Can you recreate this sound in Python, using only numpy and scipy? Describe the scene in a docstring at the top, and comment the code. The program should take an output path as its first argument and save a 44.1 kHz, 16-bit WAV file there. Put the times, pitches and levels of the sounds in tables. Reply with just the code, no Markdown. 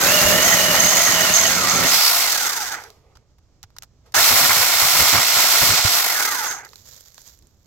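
"""A small battery chainsaw, at arm's length from a stereo microphone in quiet woods, cuts a branch off a
fallen log, coasts to a stop, then trims the stub. Chain links clatter on the steel bar and ring the
plastic casing, the gears whine and sag under load, the teeth knock in the wood and the bar squeals in
the kerf. Between and after the cuts the saw clicks and rubs in the hand, close by; at the end dry
leaves crackle underfoot, off to the right."""
import sys
import numpy as np
from scipy import signal
from scipy.fft import rfft, irfft, next_fast_len
from scipy.io import wavfile

SR = 44100
rng = np.random.default_rng(int(sys.argv[2]) if len(sys.argv) > 2 else 0)


def to_wav(sig):
    """Store sig (one row per channel, or 1-D mono) as 16-bit WAV at the path in sys.argv[1].

    Samples outside -1..1 are clipped; the rate is SR.
    """
    pcm = np.clip(np.atleast_2d(sig), -1, 1) * 32767
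    pcm = np.round(pcm).astype(np.int16)
    wavfile.write(sys.argv[1], SR, pcm.T)  # frames by channels


N = 337806
T = np.arange(N) / SR
FREQS = np.fft.rfftfreq(2 * next_fast_len(N // 2 + 4096), 1 / SR)
SIZE = 2 * (len(FREQS) - 1)
CREEP_HZ, WORKING_HZ = 20, 800  # links per second: the chain falls silent, the chain works

# Levels in the tables are relative: each source applies its own gain on top.
# The chain under power, one list per run, until the trigger is let go.
# Each row: time in seconds, speed in links per second.
DRIVEN_SPEED = [
    [(-.04, 469.3), (.1, 586.3), (.18, 608.3), (.3, 604.6), (.45, 660), (.52, 677.5), (.6, 634), (.72, 616),
     (.8, 653.4), (.87, 622.5), (.93, 663), (1.07, 679.7), (1.15, 642), (1.3, 603), (1.38, 698.6),
     (1.45, 673), (1.5, 579.2), (1.56, 496.3), (1.65, 400.8), (1.72, 449.6), (1.82, 471.2), (1.93, 935),
     (2.05, 967)],
    [(4.141, 230.5), (4.168, 509.7), (4.19, 668), (4.24, 844), (4.7, 853.3), (5.15, 809), (5.5, 868.6),
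     (5.7, 827), (5.95, 898)],
]
# What stops the chain after each run. Each row: friction in Hz per second, drag time in seconds.
CHAIN_BRAKING = [(870, 1.8), (865, 1.34)]
# The saw at working speed, one list per run.
# Each row: time in seconds, then casing clatter, steel chatter and fine spray in dB.
SAW_LEVELS = [
    [(.15, -22, -21, -20.5), (.6, -23.5, -23, -23), (1.35, -23.5, -22.5, -25), (1.7, -23, -20.8, -25),
     (1.88, -24, -21.5, -23.5), (2.03, -25.5, -23.5, -23.5), (2.17, -24.5, -22.5, -22),
     (2.3, -27, -22.5, -25), (2.55, -28, -24.5, -25.5), (2.7, -29, -24.5, -27), (2.85, -28.5, -28, -35)],
    [(4.17, -20.5, -16.5, -18.5), (4.35, -23, -21.5, -21), (4.75, -22.5, -22, -23), (4.97, -23, -20.5, -20),
     (5.2, -24, -21.5, -25), (5.65, -24, -21, -21), (5.82, -25, -21.5, -28.5), (5.97, -26, -23.5, -23),
     (6.08, -25, -25, -24.5), (6.25, -25.5, -25, -24.5), (6.45, -29, -27, -26), (6.6, -31, -26.5, -30)],
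]
# Gear rattle against the clatter in a slow, unloaded chain. Each entry: one run's level in dB.
GEAR_RATTLE_DB = [-6.3, -3.5]
# The loaded tones as the load shifts. Each row: time in seconds, then low, middle and high tone in dB.
LOADED_TONE_LEVELS = [(0, 0.5, 1, -2), (.18, -0.5, -3, 2.5), (.3, 1.5, -2.5, -1.5), (.38, 1, -2, 0.5),
                      (.52, -1.5, 3, -2.5), (.62, -0.5, -1.5, 1.5), (.76, -0.5, 0, -1),
                      (.9, -1.5, -1.5, -0.5), (1.05, 0, 2, -3), (1.2, -4.5, -1, 0), (1.35, -2, -2.5, -0.5),
                      (1.5, -3.5, -3, -4.5), (1.58, -5, 2.5, -8), (1.67, -5.5, -1, -7.5),
                      (1.8, -4, 2.5, -6.5), (1.9, -0.5, -1, 0)]

# Tones of the drive. Each row: multiple of the link rate, level in dB, width in Hz at cutting speed.
LOADED_TONES = [(1, -1, 24), (2.87, -1.5, 100), (4.65, -2, 75)]
SPIN_UP_TONES = [(1, -4, 20), (2.87, 0, 60)]
FREE_GEAR_TONES = [(2.92, 0, 68), (4.7, -2.5, 160), (6.7, -6, 240), (8.5, -3, 260)]

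# Sounds that rise, hold and die away. Each row: start in seconds, length in seconds, level in dB.
WOOD_CONTACT = [(-.04, 2.0, -39), (4.16, 1.82, -48)]  # teeth resting in the branch, then the stub
DEEP_BITES = [(-.04, 0.21, -29.5), (.21, 0.2, -26), (.44, 0.42, -30.5), (.92, 0.057, -31),
              (1.05, .2, -33.5), (1.29, .02, -29.5), (1.39, 0.28, -35), (1.73, 0.13, -29),
              (4.16, 0.048, -35.5), (4.3, 0.03, -26.5), (4.405, 0.059, -30.5), (4.49, 0.017, -33.5),
              (4.56, 0.04, -33), (4.82, 0.033, -35), (4.93, 0.039, -34), (4.985, 0.032, -24),
              (5.125, 0.057, -25.5), (5.36, 0.028, -33), (5.612, 0.027, -27), (5.66, 0.087, -31)]  # teeth digging in harder
MOTOR_STRAIN = [(-.04, 1.84, -6), (.05, 0.84, -10), (1.12, .2, -10), (1.55, 0.31, -5)]  # labouring, pinched twice, then nearly stalling
BAR_SQUEALS = [(-.04, 1.65, -27), (.42, .11, -20), (.78, 0.34, -22.5), (1.32, 0.051, -16),
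               (1.41, 0.029, -19), (1.68, 0.094, -25), (1.84, 0.047, -24), (6.44, 0.084, -32)]  # the bar rubbing the kerf, or singing as the chain slows
CUTTER_SNAGS = [(.74, 0.034, -14.5), (1.05, 0.028, -30), (1.82, 0.017, -19.5), (4.162, .018, -21),
                (4.408, 0.046, -25), (4.492, 0.02, -12.5), (4.99, 0.029, -33), (5.135, 0.06, -16),
                (5.612, 0.02, -15)]  # a cutter catching and rattling the casing
CHAIN_WHIPS = [(1.9, .17, -24.5), (2.0, .08, -27.5)]  # the chain coming free of the branch
HAND_SHIFTS = [(2.8, 0.11, -52.5), (3.0, .22, -65), (4.03, .1, -61.5), (6.62, 0.055, -58)]  # the saw moving in the hand
MOTOR_SPIN_UP = [(4.163, .035, -6.5)]  # starting at full torque
LEAF_RUSTLES = [(6.63, 0.7, -55), (6.76, .02, -52), (6.83, 0.18, -49.5), (7.15, 0.15, -50),
                (7.38, 0.28, -68)]  # dry leaves underfoot

# Parts that ring. Each row: frequency in Hz, width in Hz, level in dB.
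CASING_MODES = [(695, 130, -5), (882, 110, 2), (987, 330, -2), (1437, 200, 4), (1593, 515, -1),
                (2183, 370, -0.5)]  # plastic casing, chain taut
SLACK_CASING_MODES = [(827, 120, -2), (1079.8, 180, -9.5), (1500, 350, 0), (1750, 171, 2.5),
                      (2030, 360, 0.5)]
BAR_MODES = [(3760, 150, -8), (4300, 260, 0), (4700, 470, -7.5), (5480, 270, -2.5), (6120, 300, -2),
             (7354, 290, 0)]  # steel bar, chain taut
SLACK_BAR_MODES = [(3480, 450, -8), (4840, 1100, -5.5), (6330, 530, 0.5), (7600, 200, 0.5),
                   (7720, 290, -6.5), (8200, 210, -5.5)]
GEAR_COVER_MODES = [(830, 120, -1.5), (1440, 300, 1.5), (2150, 400, -3.5)]
BRANCH_MODES = [(65, 30, -7), (117, 22, -2.5), (178.7, 12, 5), (257, 37, -1.5), (357, 77, -5),
                (560, 73, -2)]
STUB_MODES = [(68, 20, -2.5), (104.2, 26, 2), (160, 24, 0), (259, 36, -1.5), (369, 180, -9.5),
              (574, 70, -2.5)]
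HANDLE_MODES = [(430, 47, 6.5), (794, 580, -7), (1250, 60, -4.5), (2010, 450, -18.5)]

# Tone colours at the microphone. Each row: frequency in Hz, level in dB.
STEEL_COLOUR = [(1500, -30), (2500, -2), (3000, -3), (3700, 0.5), (4400, -1.5), (5000, 1.5), (5500, 1),
                (5950, -3.5), (6400, -3.5), (6900, -3.5), (7400, -2.5), (8200, -4.5), (9500, -21.5),
                (13000, -38)]  # links scraping the bar
SPRAY_COLOUR = [(6000, -38), (8500, -7), (9800, -6), (11000, -2), (12300, 1), (14000, -1), (16000, -4.5)]  # fine ticks off the chain
HOUSING_COLOUR = [(150, -28), (460, -18.5), (610, -1.5), (800, -6.5), (1100, -4.5), (1380, -4.5),
                  (1700, -5), (1950, 2), (2300, -9.5), (2900, 0.5), (3500, -10), (6000, -12)]  # what the housing passes of the whine
FIBRE_COLOUR = [(120, -14), (300, -4), (600, -3), (1300, 0), (2300, -5.5), (4000, -14.5), (9000, -29)]  # wood tearing
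TICK_COLOUR = [(200, -26), (800, -4.5), (1400, -4), (2600, -8), (4000, 0), (5500, 4.5), (7000, 2),
               (9500, -9.5), (12500, -0.5), (16000, -10.5)]  # chips and clicks
WOODS_COLOUR = [(25, -11), (60, -2), (120, -6.5), (200, -18), (450, -23), (1000, -31.5), (2800, -40.5),
                (5500, -34), (7300, -37), (9300, -58.5), (12500, -51), (16000, -56)]
LEAF_COLOUR = [(200, -26), (500, -5.5), (750, -12.5), (1200, -11.5), (2000, -9.5), (2700, -15.5),
               (3700, -5.5), (5400, -2), (7200, 1), (8300, -14), (9700, -27), (12000, 0), (16000, -10.5)]

# The saw bumping the log or knocking in the hand.
# Each row: start in seconds, level in dB, pitch in Hz, seconds to fall 60 dB.
BODY_BUMPS = [(0.251, -22.5, 76, 0.29), (3.162, -48.5, 75, .15), (3.641, -38, 97, 0.097),
              (4.305, -26.5, 105, 0.058), (4.825, -26.5, 88.3, 0.058), (5.011, -25, 101.2, 0.063),
              (5.619, -24, 88, 0.14), (5.705, -21, 96, 0.085), (5.85, -11.5, 101.1, 0.066)]
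# Clicks of the slack chain, trigger and casing, and a few sharp cracks among the leaves at the end. Each row:
# time in seconds, level in dB, treble over bass in dB, seconds to fall 60 dB.
SAW_CLICKS = [(2.8, -34, -1, 0.45), (2.838, -24.5, -1, 0.014), (2.903, -31.5, 5.5, .007),
              (3.154, -46, -15.5, 0.073), (3.171, -36, -5.5, 0.01), (3.384, -49.5, -3.5, 0.046),
              (3.63, -26, 8, 0.015), (3.636, -33, -9.5, 0.036), (3.704, -47, -9, 0.01),
              (3.765, -34, -7, 0.036), (3.785, -21, 12, .011), (3.823, -24, 2.5, 0.015),
              (3.832, -27.5, 3.5, .041), (4.061, -49.5, -6.5, 0.22), (4.122, -38, 7.5, 0.027),
              (4.145, -9, -9, 0.063), (6.649, -29.5, 13, 0.025), (6.733, -33.5, -12.5, 0.018),
              (7.18, -24.5, 0, 0.01)]
# Leaves and twigs breaking. Each row: start in seconds, level in dB, pitch in Hz.
TWIG_SNAPS = [(6.69, -35, 4100), (6.712, -42, 4330), (6.757, -27.5, 4100), (6.863, -39, 5500),
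              (6.88, -37, 6800), (6.965, -35, 7200), (7.007, -33, 7000), (7.144, -33, 6460),
              (7.217, -32, 6300), (7.276, -35, 6200), (7.389, -39, 6950), (7.424, -44, 4700),
              (7.47, -42.5, 7160)]

# Balance of the microphone's two ports. Each row: frequency in Hz, left minus right in dB.
MIC_TILT = [(60, -2), (200, -5), (400, -4), (700, -1.5), (1300, -5.5), (2400, -4.5), (4400, -6), (6500, -4),
            (8500, 1), (11000, 4.98), (15000, 3.71)]
# How alike the ports sound. Each row: frequency in Hz, likeness from 0 to 1.
MIC_LIKENESS = [(60, 1), (290, 0.59), (650, 0.93), (1300, 0.91), (2200, 0.37), (3200, 0.53), (4500, 0.21),
                (6300, 0.18), (9000, .08), (15000, .05)]
# How far the left port leads. Each row: frequency in Hz, phase in radians.
MIC_LEAD = [(200, 0), (1290, 0.69), (1810, 1.56), (2300, 0.38), (3200, 0), (4000, -3.5), (4900, -3),
            (6300, -0.76), (7300, -0.04)]


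def undb(db):
    """Decibels to gain."""
    return 10 ** (np.asarray(db) / 20)


def unit(x):
    """Scale to rms 1."""
    return x / np.sqrt(np.mean(x ** 2))


def curve(rows, column=1):
    """One column of a table, joined by straight lines in time."""
    rows = np.array(rows)
    return np.interp(T, rows[:, 0], rows[:, column])


def strokes(rows, attack_s, release_s):
    """Gain of events that rise, hold and die away; overlapping ones sum in power."""
    power = 0
    for start_s, length_s, db in rows:
        rise = np.clip((T - start_s) / attack_s, 0, 1)
        fall = np.exp(-np.maximum(T - start_s - length_s, 0) / release_s)
        power = power + (undb(db) * rise * fall) ** 2
    return np.sqrt(power)


def across(points):
    """A table of (Hz, value) joined on a log-frequency axis."""
    hz, value = np.transpose(points)
    return np.interp(np.log(FREQS + 1), np.log(hz), value)


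def colour(points):
    """Causal response with the given (Hz, dB) shape."""
    cepstrum = irfft(across(points) * np.log(10) / 20)
    return np.exp(rfft(2 * cepstrum[:SIZE // 2], SIZE) - cepstrum[0])


def band(low_hz, high_hz):
    """Steep band-pass magnitude."""
    f = FREQS + 1
    return 1 / np.sqrt((1 + (low_hz / f) ** 10) * (1 + (f / high_hz) ** 10))


def resonances(modes):
    """Response of a few damped modes, with steep skirts outside their range."""
    f = FREQS + 1
    body = sum((-1) ** k * undb(db) / (1 + 1j * (f * f - hz * hz) / (f * width))
               for k, (hz, width, db) in enumerate(modes))
    return body / (1 + 1j * f / (6.7 * modes[-1][0])) / (1 - 1j * 0.34 * modes[0][0] / f)


def at_mic(pair, response):
    """Filter two unrelated signals into left and right: alike in the bass, apart on top; mono rms 1."""
    likeness = np.clip(across(MIC_LIKENESS), -1, 1)
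    mid, side = rfft(pair, SIZE) * response * np.sqrt([1 + likeness, 1 - likeness])
    lean = undb(across(MIC_TILT) / 2) * np.exp(.5j * across(MIC_LEAD))
    out = irfft([(mid + side) * lean, (mid - side) / lean])[:, :N]
    return out / np.sqrt(np.mean(out.mean(axis=0) ** 2))


def noise():
    """Two unrelated white noises."""
    return rng.standard_normal((2, N))


def walk(rate_hz):
    """Smooth random wander with spread near 1."""
    return 1.2 * np.interp(T * rate_hz, np.arange(N // 8), rng.standard_normal(N // 8))


def grains(per_s, spread_db):
    """Random tiny impacts, mostly weak, a few strong."""
    hit = rng.random(N) < per_s / SR
    return unit(noise() * hit * undb(spread_db * np.minimum(rng.exponential(size=N), 5)))


def chain_speed():
    """Links per second: driven while the trigger is held, then run down by friction and drag."""
    speed = CREEP_HZ
    for rows, (friction, drag_s) in zip(DRIVEN_SPEED, CHAIN_BRAKING):
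        coasted_s = np.maximum(T - rows[-1][0], 0)
        run = (curve(rows) + friction * drag_s) * np.exp(-coasted_s / drag_s) - friction * drag_s
        speed = np.maximum(speed, run * (T >= rows[0][0]))
    return speed


def second_run():
    """True once the saw has started again on the stub."""
    return T >= DRIVEN_SPEED[1][0][0]


def slackness(full_hz=330, none_hz=760):
    """0 for a fast, taut chain, 1 for a slow one; the first cut keeps it taut."""
    return np.clip((none_hz - chain_speed()) / (none_hz - full_hz), 0, 1) * (T > 2)


def bite():
    """How hard the teeth work the wood: steady contact plus deeper bites."""
    return strokes(list(WOOD_CONTACT) + list(DEEP_BITES), attack_s=.0076, release_s=.025)


def in_wood():
    """1 while the teeth touch the wood, 0 when the chain runs free."""
    return np.clip(bite() / undb(WOOD_CONTACT[1][2]), 0, 1)


def loudness(column, power, fade_hz, fade_power=2):
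    """Gain of one layer of the saw: a power of the chain speed, fading as the chain comes to rest."""
    speed = chain_speed()
    moving = np.clip((speed - CREEP_HZ) / (fade_hz - CREEP_HZ), 0, 1) ** fade_power
    return undb(curve(np.concatenate(SAW_LEVELS), column)) * (speed / WORKING_HZ) ** power * moving


def shaking(surge_db=12.5):
    """Gain of the casing: it follows the chain speed weakly and surges with each bite."""
    return loudness(column=1, power=.3, fade_hz=174, fade_power=.75) * (1 + undb(surge_db) * bite())


def strain(easy_db=-19.5):
    """Gain of the whine against the clatter, sinking to easy_db when the motor runs freely."""
    return np.hypot(strokes(MOTOR_STRAIN, attack_s=.012, release_s=.047), undb(easy_db))


def gear_play(slow_hz=600, fade_db_per_hz=.02, load_db=-14):
    """Gain of the gear rattle against the clatter: speed or load pulls the gear teeth together."""
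    slow_db = np.where(second_run(), GEAR_RATTLE_DB[1], GEAR_RATTLE_DB[0])
    load = np.maximum(strain(), .5 * in_wood())
    return undb(slow_db - fade_db_per_hz * np.maximum(chain_speed() - slow_hz, 0) + load_db * load)


def link_blows(travel, lap_db, ring_s, play=1, scatter_db=.5, slack_hz=500):
    """Force of the links landing: uneven, with the same stiff links coming round on every lap."""
    link = travel.astype(int)
    size = undb(lap_db[link % len(lap_db)] - scatter_db * rng.standard_normal(N // 8)[link])
    late = play * rng.random(N // 8)[link]  # play lets a link land late in its turn
    landed = np.diff(link + (travel % 1 > late), prepend=0)
    speed = chain_speed()
    blows = signal.lfilter([1], [1, -np.exp(-1 / (ring_s * SR))], landed * size) / (ring_s * speed)
    loose = np.clip(.91 * (1 - speed / slack_hz), 0, 1)  # a slow chain jingles between blows
    return unit((1 - loose) * blows + loose * np.sqrt(size))


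def slap(travel, links_per_beat=14.3, cutting_depth=.085, free_depth=.19):
    """Gain of the rattle as the chain swings against the bar and lifts off, deepest when it runs free."""
    depth = free_depth + (cutting_depth - free_depth) * in_wood()
    swing = np.abs(np.sin(np.pi * (travel / links_per_beat + .1 * walk(25))))
    beat = depth * (1 + .3 * walk(20)) * unit(swing - swing.mean())
    return unit(np.maximum(1 + beat, .15))


def chain(travel, links=41):
    """Links clatter through the casing, chatter on the steel bar and fling a fine spray of ticks."""
    lap_db = .96 * rng.standard_normal(links)
    blows = link_blows(travel, lap_db, ring_s=.0037) * undb(.86 * walk(35)) * slap(travel)
    taut, slack = np.sqrt(1 - slackness()), np.sqrt(slackness())

    shell = undb(-19.5) * colour([(60, -14), (250, -2.5), (500, 4), (3000, -11.5), (8000, -33.5)])
    slack_response = resonances(SLACK_CASING_MODES) * band(620, 1840) + undb(3.5) * shell
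    knocks = blows * undb(1.3 * walk(90))
    casing = taut * at_mic(noise() * knocks, resonances(CASING_MODES) + shell)
    casing += slack * at_mic(noise() * knocks, slack_response)
    casing /= np.sqrt(1 + strain() ** 2 + .5 * gear_play() ** 2)  # whine and rattle take their share

    # a slack chain no longer damps the bar, so the scrape gives way to ringing
    scrape = at_mic((noise() + .35 * grains(5000, 1.2)) * blows, colour(STEEL_COLOUR))
    bar = undb(-3.07) * taut * at_mic(noise() * blows, resonances(BAR_MODES) * band(3300, 8000))
    bar += undb(.5) * slack * at_mic(noise() * blows, resonances(SLACK_BAR_MODES) * band(3000, 8800))
    chatter = (scrape * undb(-2.2 * slack) + bar) * loudness(column=2, power=.83, fade_hz=189)

    spray = at_mic((noise() + .3 * grains(5000, 2.5)) * blows, colour(SPRAY_COLOUR))
    spray *= undb(1.05) * loudness(column=3, power=1.02, fade_hz=184)
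    return undb(.34) * casing * shaking() + chatter + spray


def whine(travel, tones, flutter_db, cutting_hz=640):
    """Gear tones that ride on the chain speed, smeared by backlash."""
    out = 0
    for multiple, db, width_hz in tones:
        slip = noise() * np.sqrt(2 * np.pi * width_hz / SR) * chain_speed() / cutting_hz
        phase = 2 * np.pi * multiple * travel + np.cumsum(slip, axis=1)
        out = out + undb(db + flutter_db * walk(60)) * np.sin(phase)
    return out


def drive(travel):
    """The drive sings under load and at spin-up; coasting, its tones glide down past the cover modes."""
    tones = [(multiple, db + curve(LOADED_TONE_LEVELS, column=k + 1), width_hz)
             for k, (multiple, db, width_hz) in enumerate(LOADED_TONES)]
    judder = unit(undb(2.5 * walk(180)))
    loaded = at_mic(whine(travel, tones, flutter_db=1) * judder, colour(HOUSING_COLOUR)) * strain()
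    starting = at_mic(whine(travel, SPIN_UP_TONES, flutter_db=1.5), band(450, 2600))
    starting *= strokes(MOTOR_SPIN_UP, attack_s=.015, release_s=.04)
    rattle = undb(1.5 * walk(250)) * whine(travel, FREE_GEAR_TONES, flutter_db=1.5)
    free = at_mic(rattle, resonances(GEAR_COVER_MODES) * band(620, 2400)) * gear_play() * undb(-1)
    return (loaded + starting + free) * shaking()


def teeth(travel, links_per_cutter=5):
    """Each cutter knocks a chip out and rings the wood; fibres tear with a rasp, a snag rattles hard."""
    cuts = link_blows(travel / links_per_cutter, lap_db=np.zeros(1), ring_s=.0025, play=.5)
    branch = at_mic(noise() * cuts, resonances(BRANCH_MODES)) * undb(7.5) * bite()
    stub = at_mic(noise() * cuts, resonances(STUB_MODES)) * undb(5) * bite()
    rasp = at_mic(noise() * cuts, colour(FIBRE_COLOUR))
    rasp *= strokes(DEEP_BITES, attack_s=.006, release_s=.013)
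    snag = at_mic(noise() * cuts, resonances(CASING_MODES))
    snag *= strokes(CUTTER_SNAGS, attack_s=.004, release_s=.008)
    return snag + np.where(second_run(), stub + undb(-1) * rasp, branch + undb(-3) * rasp)


def chips():
    """Flung chips tick against the guard while the teeth are in the wood."""
    return at_mic(grains(per_s=140, spread_db=2), colour(TICK_COLOUR)) * undb(-35) * in_wood()


def squeal(hz=6400, width_hz=330):
    """The pinched bar rings in short stick-slip bursts."""
    bursts = noise() * undb(3.1 * walk(220))
    ring = resonances([(hz, width_hz, 0)]) * resonances([(hz, 4 * width_hz, 0)])
    return at_mic(bursts, ring) * strokes(BAR_SQUEALS, attack_s=.022, release_s=.042)


def woods():
    """The woods all round the microphone: low rumble and faint hiss, gently wavering."""
    return at_mic(noise() * undb(1.9 * walk(16)), colour(WOODS_COLOUR)) * undb(-57.5)


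def bumps():
    """The saw body kicks against the log or the hand: a dull, quickly damped thud."""
    out = 0
    for start_s, db, hz, decay_s in BODY_BUMPS:
        age = np.maximum(T - start_s, 0)
        out = out + undb(db - 60 * np.minimum(age / decay_s, 3)) * np.sin(2 * np.pi * hz * age)
    return out * undb([[-1.2], [1.2]])  # just right of centre


def whip(hz=4900, width_hz=800):
    """Out of the kerf the racing chain rattles brightly on the bar for a moment."""
    ring = resonances([(hz, width_hz, 0)]) * band(4200, 6000)
    rattle = noise() * undb(1.7 * walk(150))
    return at_mic(rattle, ring) * strokes(CHAIN_WHIPS, attack_s=.025, release_s=.035)


def clicks(split_hz=2500, rise_share=.034):
    """Slack chain, trigger and casing click close by, and a few twigs crack among the leaves at the end; the
    longer clicks are scrapes with a soft start."""
    bass, treble = np.zeros(N), np.zeros(N)
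    for time_s, db, bright_db, decay_s in SAW_CLICKS:
        age = (T - time_s) / decay_s
        envelope = np.clip(1 + age / rise_share, 0, 1) ** 2 * undb(db - 60 * np.clip(age, 0, 3))
        bass += envelope * undb(-bright_db / 2)
        treble += envelope * undb(bright_db / 2)
    lowpass = 1 / (1 + 1j * FREQS / split_hz) ** 2
    out = 0
    for force, response in [(bass, lowpass), (treble, 1 - lowpass)]:
        force_rms = np.sqrt(np.mean(force ** 2))
        out = out + at_mic(noise() * force, colour(TICK_COLOUR) * response) * force_rms
    return undb(-13.5) * out


def handling():
    """Soft rubbing rings the hollow handle as the saw shifts in the hand."""
    rubbing = at_mic(noise() * undb(3 * walk(45)), resonances(HANDLE_MODES))
    return rubbing * strokes(HAND_SHIFTS, attack_s=.022, release_s=.061)


def leaves():
    """Dry leaves crackle densely underfoot, to the right of the microphone."""
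    crackle = (.7 * noise() + grains(2200, 2.6)) * undb(2 * walk(110))
    rustle = at_mic(crackle, colour(LEAF_COLOUR)) * strokes(LEAF_RUSTLES, attack_s=.02, release_s=.042)
    return rustle * undb([[-7.5], [1.3]])


def snaps(width_hz=1100, crack_db=-13, decay_s=.016):
    """Each snap is a tiny crack that rings one stiff leaf or twig, off to the right."""
    out = np.zeros((2, N))
    age = T[:SR // 20]
    for start_s, db, hz in TWIG_SNAPS:
        crack = rng.standard_normal((2, len(age))) * undb(db - 60 * age / decay_s)
        ring = signal.lfilter(*signal.iirpeak(hz, hz / width_hz, fs=SR), crack)
        start = int(start_s * SR)
        out[:, start:start + len(age)] += ring + undb(crack_db) * crack
    return out * undb([[-1], [5]])


def scene():
    """The saw close to the microphone, the forest floor below and the woods behind."""
    free_waver, cut_waver, tooth_waver = .01 * walk(38), .008 * walk(38), .014 * walk(160)
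    waver = free_waver + in_wood() * (cut_waver + tooth_waver)  # share of the chain speed
    travel = np.cumsum(chain_speed() * (1 + waver)) / SR  # links gone by
    saw = chain(travel) + drive(travel) + teeth(travel) + chips() + squeal() + whip()
    return saw + bumps() + clicks() + handling() + leaves() + snaps() + woods()


def record(dry):
    """Limit the rare highest peaks and cut the top above 15.8 kHz."""
    lowpass = signal.ellip(12, .1, 75, 15800, fs=SR, output="sos")
    return signal.sosfilt(lowpass, np.clip(dry, -.88, .88))


dry = scene()
out = record(dry)
to_wav(out)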